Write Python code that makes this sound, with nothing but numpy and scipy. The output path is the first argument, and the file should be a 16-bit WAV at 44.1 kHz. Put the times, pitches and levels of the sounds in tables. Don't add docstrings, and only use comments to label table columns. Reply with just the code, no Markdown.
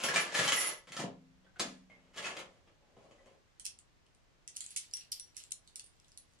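import sys
import numpy as np
from scipy import signal
from scipy.fft import rfft, irfft
from scipy.io import wavfile

SR = 44100
rng = np.random.default_rng(int(sys.argv[2]) if len(sys.argv) > 2 else 0)


def output_pcm(signal):
    pcm = np.clip(np.atleast_2d(signal).T, -1, 1) * 32767
    wavfile.write(sys.argv[1], SR, np.round(pcm).astype(np.int16))


N = 282240


def amp(db):
    return 10 ** (np.asarray(db) / 20)


def rms_one(x):
    return x / np.sqrt(np.mean(x ** 2) + 1e-20)


def at_hz(points, hz):
    points_hz, values = np.transpose(points)
    return np.interp(np.log(hz), np.log(points_hz), values)


def cut(x, kind, hz, order=2):
    return signal.sosfilt(signal.butter(order, hz, kind, fs=SR, output="sos"), x)


def place(x, pan_db, lag_samples):
    n = np.arange(len(x))
    left = np.interp(n - lag_samples, n, x, left=0)
    return np.array([left, x]) * amp([[pan_db / 2], [-pan_db / 2]])


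def contacts(per_s, spread_db):
    sizes = amp(spread_db * np.minimum(rng.exponential(1, N), 3)) * rng.choice([-1, 1], N)
    return rms_one(sizes * (rng.random(N) < per_s / SR))


def ring(clicks, hz, t60):
    radius, angle = amp(-60 / (t60 * SR)), 2 * np.pi * hz / SR
    return signal.lfilter([0, np.sin(angle)], [1, -2 * radius * np.cos(angle), radius ** 2], clicks + 1e-18)


def body(touches, modes):
    out, power = 0, 0
    for hz, db, t60 in modes:
        gain = amp(db) / (t60 * SR)
        out += gain * ring(touches * rng.uniform(-0.89, 1, N), hz, t60)
        power += gain ** 2 * t60 * SR / (12 * np.log(1000))
    return out / np.sqrt(power)


def spells(starts, holds, t60s, levels_db, rise_s=0.0057):
    t, out = np.arange(N) / SR, 0
    for start, hold, t60, db in zip(starts, holds, t60s, levels_db):
        fade_db = 60 * np.clip((t - start - hold) / t60, 0, 3)
        out += np.clip((t - start) / rise_s, 0, 1) * amp(db - fade_db)
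    return out


def bursts(starts, levels_db, t60s, rise_s=0.0025):
    out = np.zeros(N)
    for start, db, t60 in zip(starts, levels_db, t60s):
        at = round(start * SR)
        t = np.arange(min(int(t60 * SR), N - at)) / SR
        out[at:at + len(t)] += amp(db - 60 * t / t60) * np.minimum(t / rise_s, 1)
    return out


def struck(rows, waver_share=0.6, waver_per_s=45):
    out, t = np.zeros(N + SR), np.arange(SR // 2) / SR
    for (start, db, hz, t60), draws in zip(rows, rng.standard_normal((len(rows), 2, 64))):
        swell, phase = [np.interp(t * waver_per_s, np.arange(64), draw) for draw in draws]
        envelope = amp(db - 60 * t / t60) * (1 + waver_share * swell)
        out[round(start * SR):][:len(t)] += envelope * np.sin(2 * np.pi * hz * t + phase)
    return out[:N]


# start, hold and fade t60 in seconds, lever level in dB,
# cabinet and tin levels in dB re levers.
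RATTLES = [(-0.02, 0.24, 0.77, -47, -3.5, -3), (0.335, .35, 0.24, -46, -6.5, -1.5),
           (0.932, 0.098, 0.084, -58.5, -4.5, -0.5), (1.437, 0.3, 0.31, -86.5, 4.5, -13),
           (1.585, 0.086, 0.34, -62, -4, 3.5), (1.888, 0.28, 0.16, -80, 4, -9),
           (2.132, 0.061, 0.092, -60.5, -21, -4), (2.158, 0.16, 0.72, -60.5, 5.5, -3),
           (2.22, 0.031, 0.16, -48.5, -23, -6), (2.658, 0.035, 0.11, -83, 1.5, -9),
           (2.797, 0.21, 0.1, -87.5, 12, -8), (2.966, 0.38, 0.15, -80.5, 10.5, -2.5)]
# start in seconds, level in dB, cabinet in dB re level, chatter t60 in seconds.
SLAMS = [(0.035, -32.5, -10, 0.058), (0.085, -32, -9.5, 0.038), (0.137, -32.5, -14.5, 0.095),
         (0.158, -28, -28, 0.073), (0.179, -40, -19, 0.12), (0.321, -41.5, -6.5, 0.039),
         (0.34, -38.5, -22, 0.25), (0.387, -35, -4, 0.063), (0.429, -34, -6.5, 0.076),
         (0.475, -27.5, -38, 0.091), (0.489, -38, -32, 0.016), (0.519, -25.5, -13, 0.027),
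         (0.538, -32, -21, 0.016), (0.6, -38, -41, 0.079), (0.676, -51, -15, 0.018),
         (0.869, -57.5, -5, 0.24), (0.92, -29.5, -18.5, 0.019), (0.964, -40.5, -9, 0.077),
         (0.988, -42, 6.5, 0.1), (1.036, -41.5, 14, 0.024), (1.069, -66, 7.5, 0.067),
         (1.443, -65, 5.5, 0.051), (1.56, -58, -2, 0.049), (1.595, -29.5, -5, 0.052),
         (1.613, -45.5, 15, 0.022), (1.896, -69, 4.5, 0.13), (2.172, -37, -22, 0.054),
         (2.247, -42, -21, 0.18), (2.366, -32, -17, 0.023), (2.389, -41.5, -13, 0.056),
         (2.671, -59, 4, 0.038), (2.965, -69.5, 14, 0.063), (3.038, -72.5, 13, 0.083),
         (3.11, -59.5, 1.5, 0.035), (3.258, -59.5, 4, 0.056)]


def works():
    *timing, rattle_db, cabinet_db, tin_db = np.transpose(RATTLES)
    starts, slam_db, boom_db, t60s = np.transpose(SLAMS)
    last_rattle = np.searchsorted(timing[0], starts) - 1
    tin_lift_db = -1.6 + 0.1287 * (slam_db + 46) + tin_db[last_rattle]
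    on_levers = spells(*timing, rattle_db) + bursts(starts, slam_db, t60s)
    on_tin = spells(*timing, rattle_db + tin_db) + bursts(starts, slam_db + tin_lift_db, t60s)
    shaking = spells(*timing, rattle_db + cabinet_db)
    booms = bursts(starts, slam_db + boom_db, t60s)
    on_panels = amp(-12.5) * shaking + amp(-1) * booms
    return contacts(2000, spread_db=4.5) * np.array([on_levers, on_tin, shaking + booms, on_panels])


# frequency in Hz, nominal bandwidth in Hz, level in dB.
LEVER_MODES = [(1204, 210, -0.5), (1378, 9.3, -0.5), (1711, 43, 2), (2090, 290, -1.5), (2417, 85, -3),
               (2720, 180, -2.5), (2972, 83, -1), (3247, 140, -1.5), (3840, 33, -3.5), (4490, 18, -6)]


def levers(drive):
    return body(drive, [(hz, db, np.log(1000) / (np.pi * width * 1.5)) for hz, width, db in LEVER_MODES])


# frequency in Hz, level in dB.
TIN_SPECTRUM = [(1760, -29), (3000, 10), (3540, -8.5), (4470, -7), (6170, -8), (6750, -4.5), (8470, -13),
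                (9900, -13.5), (11200, -29.5), (15500, -54)]


def tin(drive, t60_cycles=50):
    pitches = np.geomspace(3500, 15000, 20)
    return body(drive, [(hz, at_hz(TIN_SPECTRUM, hz), t60_cycles / hz) for hz in pitches])


# frequency in Hz, level in dB, t60 in seconds.
FRAME_MODES = [(338, -2, 0.1), (390, -4, 0.054), (450.6, 0.5, 0.1), (505.5, 1.5, 0.072), (551, 5.5, 0.043),
               (613, 0.5, 0.12), (663, -3, 0.026), (722, -3, 0.018), (852, -1.5, 0.06), (390, -1.5, 0.061),
               (1040, -2, 0.034)]


def frame(drive):
    return body(drive, FRAME_MODES)


# frequency in Hz, level in dB, nominal t60 in seconds.
PANEL_MODES = [(148, -6, 0.1), (165, -11.5, 0.6), (171.2, -3, 0.065), (190.8, -3, 0.18), (187.6, -6, 0.85),
               (210, -7, 0.26), (241, -9.5, 0.21), (260.5, -6.5, 0.5), (273.3, -12, .3), (298, -6.5, 0.27),
               (396.3, -4, 0.085), (456, -1, 0.075), (567, 0, 0.038), (673.5, -2.5, 0.14)]


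def panels(drive, t60_share=0.35):
    return body(drive, [(hz, db, t60_share * t60) for hz, db, t60 in PANEL_MODES[:10]])


# frequency in Hz, level in dB, t60 in seconds.
COIN_MODES = [(5720, -7, 0.04), (10000, 0, 0.06), (10170, -4, 0.03), (12960, -9, 0.08), (12520, -16, 0.02),
              (7420, -14, 0.015), (6800, -14, 0.025)]
# start, hold and fade t60 in seconds, level in dB.
ROLLS = [(0.026, 0.02, 0.2, -37), (0.184, 0.035, 0.066, -43.5), (0.34, 0.14, 0.15, -47),
         (0.524, 0.075, 0.28, -35.5), (0.657, 0.006, 0.17, -33.5), (0.913, 0.042, 0.15, -69)]


def rolling_coin():
    return body(contacts(780, spread_db=4) * spells(*np.transpose(ROLLS)), COIN_MODES)


# start in seconds, level in dB, pitch in Hz, t60 in seconds.
PINGS = [(.086, -29, 1702, 0.052), (.14, -24.5, 996, 0.037), (.16, -29.5, 1720, .05),
         (.162, -35, 1354, 0.033), (.16, -29, 2345, 0.086), (.278, -39.5, 1700, 0.056),
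         (.32, -38.5, 1730, 0.1), (.345, -30.5, 1720, 0.068), (0.391, -29, 1696, 0.052),
         (.435, -39, 1680, .07), (.473, -33, 3130, 0.071), (.48, -40.5, 1670, 0.047),
         (.52, -27, 2056, 0.037), (.522, -35, 2960, 0.032), (.57, -33.5, 1998, 0.054),
         (.6, -44.5, 2140, 0.051), (0.642, -38.5, 2060, 0.098), (.675, -37.5, 2080, 0.075),
         (.72, -45, 1990, 0.087), (1.465, -67, 1558, 0.23), (1.56, -54, 1490, 0.082),
         (1.9, -65.5, 2070, 0.4), (1.9, -60, 2156, 0.3), (2.106, -71, 3160, 0.18),
         (2.245, -35, 2590, 0.065), (3.184, -68, 1965, 0.13)]


def pings():
    return struck(PINGS)


# start in seconds, level in dB, factor on the panel t60.
THUDS = [(.152, -49, .6), (0.396, -47, 0.47), (.52, -55.5, 0.51), (0.901, -57, 0.31), (0.993, -69, 0.19),
         (1.037, -45.5, 1.33), (1.042, -37.5, 0.26), (1.6, -47.5, 2.03), (2.249, -61, 0.25),
         (2.39, -58, 0.53)]


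def thuds(rise_s=0.004, scatter_db=0.96):
    out, t = np.zeros(N), np.arange(SR) / SR
    for start, db, t60_factor in THUDS:
        ringing = 0
        for hz, mode_db, t60 in PANEL_MODES:
            envelope = amp(mode_db + rng.normal(0, scatter_db) - 60 * t / (t60_factor * t60))
            ringing += envelope * np.sin(2 * np.pi * hz * t)
        out[round(start * SR):][:len(t)] += amp(db) * ringing * np.minimum(t / rise_s, 1)
    return out


def machine():
    to_levers, to_tin, to_frame, to_panels = works()
    clatter, sizzle = levers(to_levers), tin(to_tin)
    wood = frame(to_frame) + panels(to_panels)
    sizzle += rolling_coin()
    clatter += pings()
    wood = cut(wood + thuds(), "high", 130, order=4)
    return cut(wood, "low", 1200), cut(clatter, "high", 560) + cut(sizzle, "high", 2100)


# frequency in Hz, level in dB.
HELD_SPECTRUM = [(880, -67), (1500, -33), (2700, -6.5), (4180, -2.5), (5500, -4.5), (7500, -4),
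                 (10200, -8.5), (12000, -21.5), (15500, -24.5)]
HELD_MODES_HZ = np.geomspace(1400, 15000, 36)


def held_coin(hz, db, draws, scatter_db=1.5, own_lift_db=7, t60_cycles=12):
    pitches, t = HELD_MODES_HZ, np.arange(512) / SR
    ratio = 1.65 if hz < 8000 else 1 / 1.65
    main, partner = [np.exp(-(np.log(pitches / centre) / 0.13) ** 2) for centre in (hz, hz * ratio)]
    own = main + 0.39 * partner
    tilt_db_per_octave = -1 + 0.1 * (db + 31.5)
    modes_db = at_hz(HELD_SPECTRUM, pitches) + scatter_db * draws[:, 0] + own_lift_db * own
    gains = amp(modes_db + tilt_db_per_octave * np.log2(pitches / 6000)) * (-1) ** np.arange(len(pitches))
    delay_s = 0.0005 * np.log2(pitches[-1] / pitches)
    detuned_hz = pitches * (1 + 0.0077 * draws[:, 1])
    cycles = detuned_hz[:, None] * np.maximum(t - delay_s[:, None], 0)
    decay = amp(-60 * cycles / (t60_cycles * (1 + 0.8 * own[:, None])))
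    return gains @ (np.sin(2 * np.pi * cycles) * decay)


# start in seconds, level in dB, pitch in Hz, left over right in dB.
CLINKS = [(3.597, -35.5, 9600, -8.5), (3.645, -45, 9000, -3), (3.649, -39, 5450, -2),
          (3.6535, -31, 9330, -18.5), (3.6556, -40, 5460, -1), (3.6637, -27.5, 5470, 6),
          (3.788, -39.5, 7700, 2), (4.064, -60.5, 2930, 2), (4.148, -56, 9350, 3.5),
          (4.4766, -30, 5840, -1.5), (4.5633, -30.5, 9540, 0), (4.567, -25.5, 10060, 5),
          (4.606, -27.5, 7930, -7), (4.641, -39, 8060, -15), (4.663, -29, 7400, 4), (4.706, -34, 9500, 2),
          (4.715, -42, 9900, 6), (4.7616, -31, 7000, -17), (4.7629, -23, 9700, 8), (4.767, -25, 7040, 8),
          (4.7719, -24, 9730, -9.5), (4.775, -26, 10100, 4), (4.9112, -47.5, 4770, 3),
          (4.936, -27, 5230, 4), (4.969, -32, 9700, 8), (5.0086, -48, 2740, -14), (5.119, -25.5, 5100, 1),
          (5.123, -28, 5600, 2), (5.1277, -31, 5600, 16), (5.131, -41, 4900, 6), (5.197, -31, 9500, 7),
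          (5.3453, -58.5, 2490, -9), (5.3673, -33.5, 5940, -8), (5.408, -46, 10400, 2),
          (5.428, -54, 9000, 0), (5.4372, -37.5, 7300, 7.5), (5.508, -41, 8200, -13),
          (5.5185, -22, 9100, 5), (5.5207, -25, 6740, 16), (5.6678, -69, 4150, -13), (5.675, -47, 4080, -5),
          (5.7572, -29, 9900, 1), (5.795, -32, 9700, 3.5), (5.842, -45.5, 9300, 5),
          (5.8626, -46, 9400, -7.5), (5.999, -52, 5380, 8), (6.0443, -57, 3560, 4),
          (6.0819, -51.5, 5900, -2), (6.118, -48.5, 5160, 1.5), (6.1743, -35.5, 10200, 5),
          (6.3356, -58, 6550, 1.5), (6.3887, -58, 7700, 3)]


def clinks(chatter_share=0.1, chatter_t60_s=0.006):
    out, t = np.zeros((2, N + 4096)), np.arange(1024) / SR
    scatter = rng.standard_normal((len(CLINKS), len(HELD_MODES_HZ), 2))
    touches = contacts(9000, spread_db=2)
    for (start, db, hz, pan_db), draws in zip(CLINKS, scatter):
        at = round(start * SR)
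        chatter = chatter_share * touches[at:at + len(t)] * amp(-60 * t[:N - at] / chatter_t60_s)
        chatter[0] = 1
        clink = np.convolve(chatter, held_coin(hz, db, draws))
        clink *= amp(db) / np.abs(clink).max()
        out[:, at:at + len(clink)] += place(clink, pan_db, lag_samples=17.73)
    return out[:, :N]


# start in seconds, level in dB, pitch in Hz, t60 in seconds.
LOOSE_RINGS = [(3.654, -40, 12500, .04), (3.654, -48.5, 5480, 0.15), (3.654, -40.5, 9540, 0.057),
               (4.607, -45, 7600, .08), (4.69, -57, 10000, 0.052), (4.71, -45.5, 9950, 0.023),
               (4.937, -38, 5700, 0.12), (4.937, -54, 12500, 0.091), (4.937, -41.5, 10200, 0.049),
               (5.117, -36.5, 5670, 0.057), (5.117, -48, 12930, 0.17), (5.117, -50, 12500, 0.14),
               (5.117, -43, 10300, 0.086), (5.197, -46, 10050, 0.097), (5.197, -54, 5670, 0.27),
               (5.366, -49, 5750, 0.067), (5.366, -57, 13200, 0.082), (5.366, -51, 10200, 0.063),
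               (5.438, -53, 7580, 0.1), (5.52, -36, 7000, 0.075), (5.758, -49, 9800, 0.07),
               (5.758, -59.5, 13000, .08), (5.84, -49.5, 9260, 0.057), (6.175, -50, 10280, 0.081),
               (6.175, -76, 12960, 0.084)]


def loose_coins():
    return struck(LOOSE_RINGS)


# start, hold and fade t60 in seconds, level in dB.
SLIDES = [(4.536, 0.31, .33, -63.5), (4.927, 0.07, 0.24, -60), (5.126, .07, 0.59, -67),
          (5.357, 0.049, 0.27, -60.5), (5.63, 0.89, .3, -79.5)]


def sliding_coins(t60_cycles=15):
    modes = [(hz, at_hz(HELD_SPECTRUM, hz), t60_cycles / hz) for hz in HELD_MODES_HZ]
    return body(contacts(3100, spread_db=8) * spells(*np.transpose(SLIDES)), modes)


def hand():
    coins = clinks() + place(sliding_coins() + loose_coins(), pan_db=-0.2, lag_samples=16.7)
    return cut(coins, "high", 1500, order=4)


def stereo(mid, side, likeness):
    return np.sqrt(1 + likeness) * mid + np.sqrt(1 - likeness) * side * [[1], [-1]]


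# frequency in Hz, t60 in seconds.
ROOM_T60 = [(150, 0.3), (500, 0.34), (2000, 0.25), (6000, 0.22), (14000, 0.061)]


def room(x, gap_s, alike_hz):
    t, echoes = np.arange(SR // 2) / SR, 0
    for low_hz in 88 * 2. ** np.arange(8):
        band = cut(rng.standard_normal((2, len(t))), "band", [low_hz, min(2 * low_hz, 19000)])
        mid, side = band * amp(-60 * t / at_hz(ROOM_T60, np.sqrt(2) * low_hz))
        echoes += stereo(mid, side, likeness=1 / (1 + (low_hz / alike_hz) ** 2))
    echoes *= np.clip((t - gap_s) / gap_s, 0, 1)
    echoes /= np.sqrt(np.sum(echoes ** 2) / 2)
    return signal.fftconvolve(x[None], echoes)[:, :N]


def shifting_room(x, gap_s, alike_hz, shifts_per_s=2.5):
    angle = np.pi * shifts_per_s * np.arange(N) / SR
    fades = [np.sqrt(2 / 3) * np.cos(angle + k * np.pi / 3) for k in range(3)]
    return sum(room(x * fade, gap_s, alike_hz) for fade in fades)


# frequency in Hz, relative density in dB.
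NOISE_SPECTRUM = [(12, -22), (20, -2), (93, -5.5), (127, -7), (177, -12), (472, -16.5), (527, -16.5),
                  (1370, -21), (1480, -20.5), (2080, -21.5), (2260, -22.5), (6540, -29), (16000, -51.5)]
# frequency in Hz, left-right correlation.
NOISE_LIKENESS = [(60, -0.012), (240, 0.1), (950, -0.074), (3770, 0.0823), (15000, 0.042)]


def room_noise(level_db=-69):
    hz = np.maximum(np.fft.rfftfreq(N, 1 / SR), 1)
    mid, side = rfft(rng.standard_normal((2, N))) * amp(at_hz(NOISE_SPECTRUM, hz))
    likeness = np.clip(at_hz(NOISE_LIKENESS, hz), 0, 1)
    return amp(level_db) * rms_one(irfft(stereo(mid, side, likeness), N))


def scene():
    wood, metal = machine()
    coins = hand()
    boom = wood + amp(-4.5) * shifting_room(wood, gap_s=0.0032, alike_hz=400)
    boom *= amp([[1], [-1]])
    echoes = shifting_room(amp(-0.5) * metal + amp(-3) * coins[1], gap_s=0.0021, alike_hz=447)
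    sound = boom + place(amp(-2) * metal, pan_db=1.8, lag_samples=0.92) + coins + echoes
    left_treble = cut(sound[0], "band", [7500, 15000], order=1)
    sound[0] -= (1 - amp(-2)) * left_treble
    return sound + room_noise()


def record(dry):
    return signal.sosfilt(signal.cheby2(12, 70, 16400, fs=SR, output="sos"), dry)


dry = scene()
out = record(dry)
output_pcm(out)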